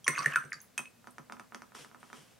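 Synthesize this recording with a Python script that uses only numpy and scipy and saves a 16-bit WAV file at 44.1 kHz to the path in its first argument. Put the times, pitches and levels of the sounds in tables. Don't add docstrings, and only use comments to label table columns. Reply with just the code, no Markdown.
import sys
import numpy as np
from scipy import signal
from scipy.fft import rfft, irfft, next_fast_len
from scipy.io import wavfile
from scipy.ndimage import uniform_filter1d

SR = 44100
rng = np.random.default_rng(int(sys.argv[2]) if len(sys.argv) > 2 else 0)


def inscribe(sig):
    pcm = np.round(np.clip(np.atleast_2d(sig).T, -1, 1) * 32767)
    wavfile.write(sys.argv[1], SR, pcm.astype(np.int16))


N = 105487
TIME = np.arange(N) / SR
AGE = TIME[:SR // 2]
SHARP_ATTACK_S = 0.00015
# time in seconds, level in dB.
STIRRING = [(0.04, -98), (0.075, -46.5), (0.2, -41.5), (0.3, -45), (0.4, -51), (0.5, -67), (0.68, -78),
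            (0.8, -95.5)]


def from_db(db):
    return 10 ** (np.asarray(db) / 20)


def rms_one(x):
    return x / np.sqrt(np.mean(x ** 2) + 1e-20)


def at_hz(points, hz):
    frequencies, values = np.transpose(points)
    return np.interp(np.log(hz + 1), np.log(frequencies), values)


def add(out, start, sound):
    i = max(int(start * SR), 0)
    out[i:i + len(sound)] += sound[:N - i]


def fade(t60, size=len(AGE)):
    return np.exp(-np.log(1000) * AGE[:size] / t60)


def ping(hz, t60, attack_s, size=len(AGE)):
    age = AGE[:size]
    onset = 1 - np.exp(-np.minimum(age / attack_s, 10) ** 2)
    return np.sin(2 * np.pi * hz * age) * fade(t60, size) * onset


def pings(rows, attack_s):
    out = np.zeros(N)
    for start, hz, db, t60 in rows:
        add(out, start, from_db(db) * ping(hz, t60, attack_s, size=int(2 * t60 * SR)))
    return out


def burst(spectrum, t60, size=2048):
    gain = from_db(at_hz(spectrum, np.fft.rfftfreq(size, 1 / SR)))
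    noise = irfft(rfft(rng.standard_normal(size)) * gain, size)
    return rms_one(noise) * fade(t60, size)


def wide_noise(spectrum, size):
    # frequency in Hz, left-right coherence.
    coherence = [(60, 0.2), (140, 0.3), (300, 0.1), (700, 0.13), (1400, 0.53), (2500, 0.84), (6000, 0.38),
                 (12000, 0.63)]
    n = next_fast_len(size)
    hz = np.fft.rfftfreq(n, 1 / SR)
    alike = np.clip(at_hz(coherence, hz), -.99, .99)
    mid, side = rfft(rng.standard_normal((2, n)))
    ears = np.sqrt(1 + alike) * mid + np.sqrt(1 - alike) * side * [[1], [-1]]
    return rms_one(irfft(ears * from_db(at_hz(spectrum, hz)), n)[:, :size])


def grain(depth_db, size):
    flutter = rms_one(uniform_filter1d(rng.standard_normal(N), size))
    return rms_one(from_db(depth_db * flutter))


def room_tone():
    # frequency in Hz, relative level in dB.
    spectrum = [(25, -27), (60, -14), (100, -12), (140, -9), (240, -5.5), (330, -16), (500, -11.5),
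                (900, -17.5), (1600, -20), (3600, -25), (7300, -26), (12000, -29.5), (16000, -33)]
    noise_db, hum_db, hum_hz = -63.5, -74, 120
    hum = from_db(hum_db) * np.sin(2 * np.pi * hum_hz * TIME)
    return from_db(noise_db) * wide_noise(spectrum, N) + hum


def splashing():
    # frequency in Hz, relative level in dB.
    spectrum = [(40, -23.5), (120, -12), (270, -2.5), (480, -6.5), (670, 4), (850, -14.5), (1150, 10.5),
                (2400, 0.5), (3600, -16), (6300, -12), (10000, -15), (16000, -32)]
    envelope = from_db(np.interp(TIME, *np.transpose(STIRRING)))
    return envelope * grain(depth_db=6, size=130) * wide_noise(spectrum, N)


def bubbles():
    per_second, low_hz, high_hz, t60_cycles = 700, 1167, 10900, 18
    boost_db, db_per_octave, spread_db = 5, -7, 2
    times, levels = np.transpose(STIRRING)
    jitter, pitch, strength = rng.random((600, 3)).T
    start = times[0] + (np.arange(len(jitter)) + jitter) / per_second
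    hz = low_hz * (high_hz / low_hz) ** pitch
    db = np.interp(start, times, levels) + boost_db + db_per_octave * np.log2(hz / low_hz)
    db += spread_db * np.minimum(-np.log(1 - strength), 2)
    rows = np.transpose([start, hz, db, t60_cycles / hz])
    return pings(rows[start < times[-1]], SHARP_ATTACK_S)


def droplets():
    # start in seconds, frequency in Hz, level in dB, t60 in seconds.
    drops = [(0.0437, 3240, -41.5, 0.03), (0.0437, 5960, -38.5, 0.023), (0.0445, 9800, -37.5, 0.0072),
             (0.065, 7100, -40, 0.022), (0.070, 5600, -28.5, 0.008), (0.1605, 6450, -42, 0.058),
             (0.183, 4550, -28, 0.006), (0.1912, 4540, -28, 0.015), (0.1915, 5800, -30.5, 0.011),
             (0.227, 5140, -36.5, .015), (0.229, 6110, -36.5, 0.019), (0.324, 3900, -52, 0.016),
             (0.434, 8500, -48, 0.0091), (0.5055, 9350, -42, 0.0034), (0.5305, 4970, -29.5, 0.0054),
             (0.5308, 6800, -29.5, 0.004), (0.5308, 10230, -39.5, 0.0049), (0.542, 4660, -39, 0.025),
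             (0.6035, 6340, -41.5, 0.012), (0.6157, 10770, -35.5, 0.0046), (0.6157, 14600, -29.5, 0.001),
             (1.106, 8500, -47, 0.006), (1.110, 10900, -44, 0.0037), (2.001, 8500, -58, .03)]
    return pings(drops, SHARP_ATTACK_S)


def brush_knocks():
    # start in seconds, frequency in Hz, level in dB, t60 in seconds.
    knocks = [(0.064, 1096, -29.5, 0.072), (0.068, 2200, -9, 0.0039), (0.0790, 1930, 0, 0.0072),
              (0.0805, 1049, -33, 0.12), (0.084, 2136, -31.5, .16), (0.152, 2470, -28, 0.025),
              (0.1605, 2060, -20.5, 0.015), (0.1776, 1162, -23, 0.036), (0.1778, 1514, -16, .012),
              (0.178, 2680, -22, 0.0079), (0.189, 1141, -23.5, 0.054), (0.2448, 1816, -22, .014),
              (0.2596, 1830, -6, 0.015), (0.3225, 1640, -26.5, 0.026), (0.3228, 2870, -35, 0.028),
              (0.334, 2547, -33, 0.071), (0.324, 1144, -36, 0.056), (0.3435, 1690, -23.5, 0.026),
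              (0.3586, 1525, -4, 0.013), (0.367, 1408, -20, 0.042), (0.392, 1400, -36.5, 0.049),
              (0.421, 1557, -36.5, 0.094), (0.5175, 2400, -38.5, 0.0096), (0.5206, 1974, -12, 0.0057),
              (0.531, 1633, -23.5, 0.016), (0.533, 1198, -43.5, .04), (0.7785, 1615, -31, .012),
              (0.7785, 3180, -31, 0.014)]
    return pings(knocks, attack_s=0.00077)


def glass_taps():
    # start in seconds, ring level in dB, relative levels in dB of the lowest mode,
    # the second mode and the free ring, then the level of the contact crack in dB.
    taps = [(0.0791, -20, -3, 2, -9.5, -22), (0.184, -38.5, 3.5, -5, -1, -61),
            (0.2439, -55, 0.5, 15, -18, -39.5), (0.2591, -29.5, -13, -1, -27, -29),
            (0.3580, -29.5, 7, -0.5, -15.5, -25.5), (0.450, -51.5, -8, -1, -6, -63),
            (0.7783, -24.5, 5, -12, -10.5, -31), (0.7819, -33.5, 8.5, -9, -10.5, -43.5),
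            (0.8561, -57, 20, -4, -4.5, -60)]
    # frequency in Hz, level in dB, t60 in seconds.
    modes = [(2551.6, -5.5, 0.21), (5974, -7.5, .16), (6360, -5, 0.018), (8524, -6, .14),
             (10060, -16.5, 0.031), (10220, -15.5, .04), (11280, -19.5, .035)]
    # frequency in Hz, relative level in dB.
    crack_spectrum = [(50, -1.5), (150, 3), (400, 0.5), (750, -9), (1200, -1.5), (2600, 3.5), (4000, -10.5),
                      (6300, -19), (9500, -4.5), (12500, -22.5), (16000, -30)]
    contact_s = 0.0024
    out = np.zeros(N)
    lowest, second, *upper = [from_db(db) * ping(hz, t60, SHARP_ATTACK_S) for hz, db, t60 in modes]
    for start, db, lowest_db, second_db, free_db, crack_db in taps:
        ring = from_db(lowest_db) * lowest + from_db(second_db) * second + sum(upper)
        damping = np.exp(-AGE / contact_s) + from_db(free_db)
        add(out, start, from_db(db) * ring * damping)
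        add(out, start, from_db(crack_db) * burst(crack_spectrum, t60=0.018))
    return out


def table_thuds():
    # start in seconds, level in dB.
    pushes = [(0.081, -40.5), (0.185, -49.5), (0.26, -39.5), (0.366, -52), (0.444, -51.5), (0.548, -59.5),
              (0.791, -56), (1.19, -53), (1.79, -55), (2.172, -56.5)]
    # frequency in Hz, level in dB, t60 in seconds.
    modes = [(135, 4.5, 0.065), (146.2, 18.5, 0.1), (245, -5.5, 0.087)]
    # frequency in Hz, relative level in dB.
    rumble_spectrum = [(30, -26.5), (80, -15), (140, 0), (180, -5.5), (260, 0), (330, -3.5), (500, -5),
                       (800, -24), (3000, -57.5)]
    out = np.zeros((2, N))
    boom = sum(from_db(db) * ping(hz, t60, attack_s=0.025) for hz, db, t60 in modes)
    envelope = from_db(-3) * fade(t60=0.24) * (1 - np.exp(-AGE / .004))
    for start, db in pushes:
        rumble = envelope * wide_noise(rumble_spectrum, len(AGE))
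        for ear, shake in zip(out, rumble):
            add(ear, start, from_db(db) * (boom + shake))
    return out


def handle_clicks():
    # start in seconds, level in dB, the tick's offset in dB.
    clicks = [(0.7918, -29.5, 0), (1.0428, -46, -7.5), (1.0719, -34, -4), (1.1823, -32.5, -2),
              (1.2979, -33.5, -17), (1.3225, -30, 0.5), (1.3675, -42, -9), (1.3967, -32.5, -0.5),
              (1.5220, -36.5, -18.5), (1.5465, -30, 1.5), (1.6201, -35.5, -1.5), (1.7200, -45, -11),
              (1.7501, -36, 1.5), (1.8467, -38.5, -1), (1.9139, -44.5, -12), (1.9463, -38.5, -8),
              (2.0295, -38, -15), (2.101, -42, -8), (2.1297, -33.5, -2)]
    # frequency in Hz, level in dB, t60 in seconds.
    modes = [(249.3, -32.5, 0.22), (432, -24.5, 0.012), (956, -4.5, 0.0046), (1315, 8.5, 0.0038),
             (2220, -26.5, 0.0017)]
    # frequency in Hz, relative level in dB.
    tick_spectrum = [(300, -21.5), (2200, 4.5), (2900, -2.5), (3500, 0.5), (4200, -9.5), (4800, -1.5),
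                     (5300, -4), (6100, 3), (6800, -8.5), (7500, -10.5), (8400, -6), (11000, -11),
                     (16000, -32)]
    body_lag_s, tick_db = 0.00039, -12.5
    out = np.zeros(N)
    body = sum(from_db(db) * ping(hz, t60, attack_s=0.00027) for hz, db, t60 in modes)
    for start, db, treble_db in clicks:
        add(out, start + body_lag_s, from_db(db) * body)
        add(out, start, from_db(db + treble_db + tick_db) * burst(tick_spectrum, t60=0.015))
    return low_cut(out, hz=130)


def bristle_wipes():
    # start and length in seconds, level in dB, attack and release constant in seconds.
    wipes = [(1.745, 0.073, -52.5, .003, 0.047), (1.983, 0.16, -65.5, 0.034, 0.032),
             (2.133, 0.066, -59, 0.025, 0.084), (2.299, 0.023, -71, 0.016, 0.025)]
    # frequency in Hz, relative level in dB.
    hiss_spectrum = [(50, -20.5), (150, -4), (450, 7), (600, 0), (1200, 0.5), (2600, -1.5), (3200, -0.5),
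                     (3900, -7), (5300, -8), (7500, -7), (9500, -5.5), (14000, -22), (16000, -40)]
    # centre and bandwidth in Hz, level relative to the hiss in dB.
    resonances = [(3160, 370, -11.5), (5400, 950, -9)]
    envelope, rasp = np.zeros((2, N))
    for start, length, db, attack, release in wipes:
        rise = np.clip((TIME - start) / attack, 0, 1)
        fall = np.exp(-np.maximum(TIME - start - length, 0) / release)
        envelope += from_db(db) * rise * fall
    for hz, width, db in resonances:
        resonator = signal.iirpeak(hz, hz / width, fs=SR)
        rasp += from_db(db) * rms_one(signal.lfilter(*resonator, rng.standard_normal(N)))
    return envelope * grain(depth_db=1.5, size=40) * (wide_noise(hiss_spectrum, N) + rasp)


def low_cut(x, hz, order=2):
    return signal.sosfilt(signal.butter(order, hz, "high", fs=SR, output="sos"), x + 1e-18)


def near_echoes(x):
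    # delay in seconds, left gain, right gain.
    echoes = [(.0022, 0.06, 0.37), (.0052, 0.092, 0.061), (.0085, 0.079, 0.057), (0.0123, 0.094, .11)]
    return sum(np.array([[left], [right]]) * np.interp(TIME - delay, TIME, x, left=0)
               for delay, left, right in echoes)


def reverberation(x):
    # frequency in Hz, relative level of the reflections in dB.
    spectrum = [(100, -11), (250, 18), (500, 1), (1000, 1), (2000, -6), (4000, -5.5), (9000, -4),
                (16000, 4)]
    early = from_db(-0.5) * rms_one(fade(t60=0.15))
    late = from_db(-8.5) * rms_one(fade(t60=0.33))
    onset = np.clip(AGE / .002 - 1, 0, 1)
    response = wide_noise(spectrum, len(AGE)) * (early + late) * onset / np.sqrt(len(AGE))
    return signal.fftconvolve(x[None], response, axes=1)[:, :N]


def scene():
    water_rings = low_cut(bubbles() + droplets() + brush_knocks(), hz=970, order=6)
    jar = low_cut(water_rings + glass_taps(), hz=520)
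    jar += handle_clicks()
    background = room_tone()
    direct = jar * from_db([[-0.5], [0.5]])
    reflected = near_echoes(jar) + reverberation(jar)
    return direct + reflected + table_thuds() + bristle_wipes() + splashing() + background


def record(dry):
    cutoff_hz = 15800
    return signal.sosfilt(signal.ellip(10, .2, 70, cutoff_hz, fs=SR, output="sos"), dry)


dry = scene()
out = record(dry)
inscribe(out)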